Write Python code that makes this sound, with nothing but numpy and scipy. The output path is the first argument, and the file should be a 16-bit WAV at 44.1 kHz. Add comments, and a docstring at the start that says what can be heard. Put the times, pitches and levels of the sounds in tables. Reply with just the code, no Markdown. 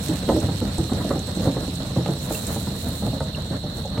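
"""Loose logs knock and clatter under the tyres of an off-road car crawling away over a bridge.
Each log rings, chatters on its neighbours and grinds; the deck rumbles, the engine hums low and grit
crackles and scuffs under the wheels. Around it lies a marsh: distant insects merge into one shrill band,
and later dry reeds rustle and a reed frog clinks twice."""
import sys
import numpy as np
from scipy import signal
from scipy.fft import rfft, irfft, next_fast_len
from scipy.io import wavfile
from scipy.ndimage import uniform_filter1d, map_coordinates

SR = 44100
rng = np.random.default_rng(int(sys.argv[2]) if len(sys.argv) > 2 else 0)


def unload_wav(signal):
    """Save mono or channel-first audio to the path in sys.argv[1] as 16-bit WAV at rate SR, clipped to [-1, 1]."""
    wavfile.write(
        sys.argv[1],
        SR,
        np.round(np.clip(np.atleast_2d(signal).T, -1, 1) * 32767).astype(np.int16),
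    )


N = 176400

# The big hits. Each row: start in seconds, then thud, body, clack and edge levels in dB.
KNOCKS = [(0.091, -27, -21, -37, -56), (0.277, -41, -22.5, -36, -44), (0.288, -33, -20, -18, -31),
          (0.316, -34, -24, -29, -58), (0.340, -22, -19, -37.5, -56), (0.361, -57, -19.5, -25.5, -44),
          (0.43, -19.5, -25, -35.5, -62), (0.485, -24, -28, -31.5, -44), (0.615, -32, -22, -29.5, -43),
          (0.783, -20, -21, -31.5, -50), (0.894, -43, -44, -38.5, -42), (0.917, -27, -21, -32, -43),
          (1.006, -47, -43, -45, -40.5), (1.046, -29, -26, -29.5, -56), (1.106, -28, -24, -23.5, -31.5),
          (1.155, -26, -25.5, -31.5, -53), (1.366, -24.5, -26, -37.5, -59), (1.395, -36, -31, -33, -58),
          (1.454, -22, -23, -28.5, -47), (1.472, -28, -21, -23.5, -55), (1.565, -26, -28, -28, -39),
          (1.679, -32, -29.5, -40, -52), (1.961, -18, -23.5, -26.5, -42), (1.983, -25.5, -28, -31, -54),
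          (2.06, -34.5, -36, -29.5, -42), (2.085, -22.5, -26.5, -29, -47), (2.304, -36, -28, -27, -43),
          (2.559, -24.5, -30.5, -32.5, -43.5), (2.669, -23.5, -35, -38.5, -42.5),
          (2.867, -27.5, -29.5, -37.5, -47.5), (3.022, -24.5, -43, -35, -51), (3.067, -22.5, -31, -31, -46),
          (3.131, -26.5, -29.5, -35, -62), (3.205, -23.5, -33.5, -28, -36.5),
          (3.504, -31, -33.5, -38.5, -62), (3.635, -29.5, -35.5, -35.5, -60), (3.849, -36, -62, -32, -57),
          (3.973, -21, -33, -33.5, -41)]
# The small knocks between them: starting thud, body, clack and edge levels in dB.
JOSTLE = [-34, -41.5, -42.5, -53.5]
# What those four parts lose as the car pulls away, in dB.
JOSTLE_FADE = [0.77, 17, 5.5, 2.7]
def logs(jostles=70, jostles_per_s=17, scatter_db=2, wet_db=-12.5):
    """Loud knocks as wheels drop on loose logs, small ones all the while."""
    out = np.zeros(N)
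    for s, *parts_db in KNOCKS:
        add(out, s, knock(parts_db))
    for k in range(jostles):
        s = (k + rng.random()) / jostles_per_s
        parts_db = np.array(JOSTLE) - np.array(JOSTLE_FADE) * s * SR / N
        add(out, s, knock(parts_db + scatter_db * rng.normal()))
    return out + amp(wet_db) * widened(marsh_reverb(out))


# The ring of a log. Each row: pitch in Hz, relative level in dB, time to fall 60 dB in seconds.
LOG_MODES = [(97.4, -8, 0.2), (131.3, 3, 0.15), (179.3, 0, 0.12), (230.9, 0, 0.11), (284, 3, 0.11),
             (481, 0, 0.093), (570.5, 3, 0.091), (715.4, -1, 0.066), (1000, 2.5, 0.045), (1236, 0.5, 0.037),
             (1530, -11, 0.045)]
# Bark grinding as the log settles. Each row: frequency in Hz, relative level in dB.
CRUNCH = [(300, 2), (400, 0.5), (560, -7.5), (800, -16), (1250, 5.5), (1600, -17), (2100, -5)]
# Crossovers around thud, body, clack and edge, in Hz.
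PART_EDGES_HZ = [60, 200, 450, 900, 2100]
def knock(parts_db, hits=6, detune=.086, chatter_s=.04, chatter_fall_db=19, crunch_s=.032, crunch_db=-5.5):
    """A struck log rings at its own pitch, chatters and grinds; rebounds are duller than the blow."""
    t = np.arange(SR // 6) / SR
    f = np.fft.rfftfreq(len(t), 1 / SR)
    hz, db, t60 = np.transpose(LOG_MODES)
    pitch = hz * np.exp(detune * rng.uniform(-1.5, 1.5, len(hz)))
    swell = 1 - np.exp(-t * hz[:, None] / .77)  # low modes take longer to build
    decay = amp(db[:, None] - 60 * t / t60[:, None])
    modes = np.sin(2 * np.pi * pitch[:, None] * t) * decay * swell
    lateness = np.maximum(np.arange(hits) - rng.random(hits), 0) / (hits - 1)
    hit_samples = (lateness * chatter_s * SR).astype(int)
    signs = rng.choice([-1, 1], hits)
    attack = 1 - np.exp(-t / .00085)
    out = np.zeros(len(t))
    for lo, hi, level in zip(PART_EDGES_HZ, PART_EDGES_HZ[1:], parts_db):
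        damping = (lo / PART_EDGES_HZ[0]) ** .2  # higher parts die sooner
        contacts = np.bincount(hit_samples, signs * amp(-chatter_fall_db * damping * lateness))
        ring = signal.fftconvolve(contacts, ((hz >= lo) & (hz < hi)) @ modes)[:len(t)]
        bark_tone = ((f >= lo) & (f < hi)) * amp(along(CRUNCH, f))
        bark = irfft(rfft(rng.standard_normal(len(t))) * bark_tone, len(t))
        crunch = bark * attack * np.exp(-t * damping / crunch_s)
        out += amp(level) * unit(unit(ring) + amp(crunch_db) * unit(crunch))
    return out * np.sqrt(.03 / t[-1])  # each part has the energy of 30 ms at its level


# The tone of the deck. Each row: frequency in Hz, relative level in dB.
RUMBLE = [(18, -26), (30, -28), (52, -4.5), (85, -2.5), (190, -1), (260, -7), (380, -17), (580, -14),
          (830, -23), (1250, -26.5), (1900, -29), (2600, -55)]
def rumble(start_db=-28.5, fade_db=2.5, lumpy_db=2, rattle_hz=280, rattle_db=3.5):
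    """The deck rumbles and rattles under the rolling tyres in uneven lumps, fading with distance."""
    level = start_db - fade_db * np.arange(N) / N + lumpy_db * wobble(18)
    roll = amp(level) * widened(coloured(rng.standard_normal((2, N)), RUMBLE))
    return flicker_above(roll, rattle_hz, rattle_db * np.clip(wobble(30.04), -1.5, 1.5))


# The revs. Each row: time in seconds, firing rate in Hz, overall level in dB.
REVS = [(0.0, 84.3, -37), (0.6, 96.13, -26.5), (1.21, 76.2, -39), (1.41, 84.62, -38.5), (3.8, 78.05, -36.5),
        (4.0, 71, -42)]
# The partials of the hum. Each row: multiple of the firing rate, level offset in dB.
ENGINE_ORDERS = [(2 / 3, -13), (1, -3.5), (2, -14), (3, -19)]
def engine(jitter=.015, uneven_db=2):
    """The exhaust hums low at the firing rate, each partial wavering on its own."""
    hz, db = curves(REVS)
    phase = 2 * np.pi * np.cumsum(hz * (1 + jitter * wobble(19))) / SR
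    return sum(np.sqrt(2) * amp(db + offset + uneven_db * wobble(12)) * np.sin(order * phase)
               for order, offset in ENGINE_ORDERS)


# The tone of the grit. Each row: frequency in Hz, relative level in dB.
GRIT = [(1500, 1.5), (2300, 0), (2750, 5), (3300, 6), (4600, 1.5), (6500, -1), (8200, 7.5), (9400, -1.5),
        (12000, -1.5), (15800, -8)]
# Its fade-out. Each row: time in seconds, gain in dB.
GRIT_FADE = [(0, -47), (1, -50), (2.3, -51), (3.1, -53.5), (3.55, -56), (4, -57.5)]
def grit(clicks_per_s=130, click_db=1, hiss_db=6.5, scuff_hz=6500, scuff_db=2):
    """Sand and bark crackle under the tyres: dry clicks and hiss in short scuffs."""
    crackle = amp(click_db) * coloured(clicks(clicks_per_s), GRIT)
    hiss = amp(hiss_db) * coloured(patchy_noise(), GRIT)
    scuffed = flicker_above(crackle + hiss, scuff_hz, scuff_db * wobble(30))
    return scuffed * amp(curves(GRIT_FADE)[0])


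# Sharp accents over the grit. Each row: start in seconds, relative level in dB, centre pitch in Hz.
SNAPS = [(0.084, -29, 8100), (0.290, -32, 3160), (0.402, -32, 7750), (0.782, -29, 8300), (1.125, -37, 8300),
         (1.192, -33, 7600), (1.756, -32.5, 8000), (2.060, -31, 2990), (2.468, -26.5, 8250),
         (2.63, -39, 7600), (2.888, -33.5, 10950), (3.203, -39, 8700), (3.574, -42, 8400),
         (3.77, -38.5, 7860), (3.857, -42, 6900), (3.978, -32, 2970)]
def snaps(half_width_hz=1200, decay_s=.0038):
    """Bark and twigs snap, each a tiny burst of pitched noise."""
    out, t = np.zeros(N), np.arange(SR // 20) / SR
    f = np.fft.rfftfreq(len(t), 1 / SR)
    for s, db, hz in SNAPS:
        resonance = 1 / (1 + ((f - hz) / half_width_hz) ** 2)
        crack = unit(irfft(rfft(rng.standard_normal(len(t))) * resonance, len(t)))
        add(out, s, amp(db) * crack * np.exp(-t / decay_s))
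    return out


# Two tyre scuffs, then reeds. Each row: peak time in seconds, relative level in dB, half length in seconds.
SWELLS = [(0.054, -38, 0.027), (1.425, -45, 0.018), (2.237, -39.5, 0.02), (2.34, -33, 0.039),
          (2.522, -36, 0.077), (2.912, -40, 0.15), (3.78, -47, 0.051)]
# Their bright tone. Each row: frequency in Hz, relative level in dB.
SWELL_TONE = [(3000, -10.5), (5500, -13), (7500, -1), (10000, -2.5), (13000, -4), (15800, -5)]
def scuffs_and_rustles(scratches_per_s=500, scratch_db=-2, flutter_db=1.2):
    """Short bright swells of hiss and scratches: tyres scuffing grit early on, dry reeds rustling later."""
    t = np.arange(N) / SR
    swell = sum(amp(db) * np.exp(-.5 * ((t - s) / length) ** 2) for s, db, length in SWELLS)
    flutter = amp(flutter_db * wobble(50))
    texture = unit(patchy_noise()) + amp(scratch_db) * unit(clicks(scratches_per_s))
    return swell * flutter * coloured(texture, SWELL_TONE)


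# The frog's calls. Each row: start in seconds, relative level in dB, starting pitch in Hz.
CLINKS = [(2.349, -24.5, 2764), (3.347, -23, 2850)]
def frog(sag_hz_per_s=7000, rise_s=.0014, fall_s=.0035, wet_db=-13, pan_db=-4):
    """Each call is one short, falling glassy ring with an echo from the reeds."""
    out, t = np.zeros(N), np.arange(SR // 10) / SR
    envelope = (1 - np.exp(-(t / rise_s) ** 2)) * np.exp(-t / fall_s)
    for s, db, hz in CLINKS:
        tone = unit(np.sin(2 * np.pi * (hz - sag_hz_per_s * t / 2) * t))
        add(out, s, amp(db) * tone * envelope)
    return (out + amp(wet_db) * marsh_reverb(out)) * balance(pan_db)


# The tone of the chorus. Each row: frequency in Hz, relative level in dB.
INSECTS = [(2200, -82), (2700, -22.5), (3200, -18.5), (3500, -12), (3800, -4.5), (4080, -3.5), (4330, -4),
           (4520, -17.5), (4800, -35)]
def insects(level_db=-39.5, shimmer_db=.4, pan_db=-6):
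    """A distant chorus, so many callers that they merge into one shrill band."""
    chorus = coloured(rng.standard_normal((2, N)), INSECTS)
    return chorus * amp(level_db + shimmer_db * wobble(10)) * balance(pan_db)


# The marsh's short tail. Each row: frequency in Hz, time to fall 60 dB in seconds.
MARSH_DECAY = [(100, 0.084), (600, 0.36), (3000, 0.16), (10000, 0.077)]
def marsh_reverb(x):
    """Sound scatters from the reed banks in two unrelated tails."""
    hz, t, z = signal.stft(rng.standard_normal((2, SR // 2)), SR, nperseg=256)
    tail = signal.istft(z * amp(-60 * t / along(MARSH_DECAY, hz)[:, None]), SR, nperseg=256)[1]
    return signal.fftconvolve(x[None], tail / np.linalg.norm(tail[0]), axes=1)[:, :N]


# Stereo width. Each row: frequency in Hz, left-right likeness (1 is mono).
LIKENESS = [(30, 0.85), (100, 0.99), (500, 0.98), (1000, 0.17), (2000, 0.16)]
def widened(pair):
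    """Two unrelated signals to stereo: nearly mono in the bass, wide higher up."""
    def weights(hz):
        angle = np.arccos(np.clip(along(LIKENESS, hz), -1, .998)) / 2
        return np.array([np.cos(angle), np.sin(angle)])
    mid, side = filtered(pair, weights)
    return np.array([mid + side, mid - side])


def clicks(per_s, scatter_db=6):
    """Dry clicks of scattered size, reaching each side with a different strength."""
    onsets = rng.random(N) < per_s / SR
    sizes = amp(scatter_db * np.clip(rng.standard_normal((2, N)), -2, 2))
    return onsets * sizes * rng.choice([-1, 1], (2, N))


def patchy_noise(depth_db=2.3):
    """Two noises whose gain varies in small patches of time and pitch."""
    z = signal.stft(rng.standard_normal((2, N)), nperseg=256)[2]
    patches = uniform_filter1d(rng.standard_normal(z.shape[1:]), size=5, axis=0)
    patches = uniform_filter1d(patches, size=10, axis=1)
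    return signal.istft(z * amp(depth_db * unit(patches)), nperseg=256)[1][:, :N]


def flicker_above(x, corner_hz, gain_db):
    """Ride the level of everything above the corner."""
    highs = filtered(x, lambda hz: hz ** 4 / (hz ** 4 + corner_hz ** 4))
    return x + highs * (amp(gain_db) - 1)


def amp(db):
    """Decibels to gain."""
    return 10 ** (np.asarray(db) / 20)


def unit(x):
    """Scale to rms 1."""
    return x / np.sqrt(np.mean(x ** 2) + 1e-20)


def along(points, hz):
    """Read (Hz, value) points on a log axis."""
    f, v = np.transpose(points)
    return np.interp(np.log(hz + 1), np.log(f + 1), v)


def curves(rows):
    """One value per sample for each column after the time."""
    s, *cols = np.transpose(rows)
    return [np.interp(np.arange(N) / SR, s, c) for c in cols]


def wobble(rate):
    """A smooth random curve, rate knots a second."""
    return map_coordinates(rng.standard_normal(400), [np.arange(N) * rate / SR], mode="wrap")


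def filtered(x, response):
    """Shape x with a gain for each frequency."""
    m = next_fast_len(N + SR // 2)
    return irfft(rfft(x, m) * response(np.fft.rfftfreq(m, 1 / SR)), m)[..., :N]


def coloured(x, spectrum):
    """x with a (Hz, dB) colour, at rms 1."""
    return unit(filtered(x, lambda hz: amp(along(spectrum, hz))))


def balance(db):
    """Stereo gains with the left db above the right."""
    return amp(np.outer([.5, -.5], db))


def panned(x, pan):
    """Left-right balance by frequency."""
    return filtered(x, lambda hz: balance(along(pan, hz)))


def add(track, s, sound):
    """Mix a sound in at time s."""
    part = track[max(0, round(s * SR)):][:len(sound)]
    part += sound[:len(part)]


# Where the car and the crisp sounds sit. Each row: frequency in Hz, left minus right in dB.
CAR_PAN = [(60, 0.6), (250, -1.5), (500, -2.5), (1500, -1.5), (2500, 6)]
TREBLE_PAN = [(2000, -11.5), (4000, -7), (5400, -19.5), (6800, -13), (8000, -9), (9200, -3), (11000, 6),
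              (15000, -3)]
def scene():
    """The car on the bridge, slightly right, within the marsh."""
    car = panned(logs() + rumble() + engine(), CAR_PAN)
    crisp = panned(grit() + snaps() + scuffs_and_rustles(), TREBLE_PAN)
    return car + crisp + insects() + frog()


def record(dry):
    """Cut everything above 16 kHz."""
    return filtered(dry, lambda hz: hz < 16000)


dry = scene()
out = record(dry)
unload_wav(out)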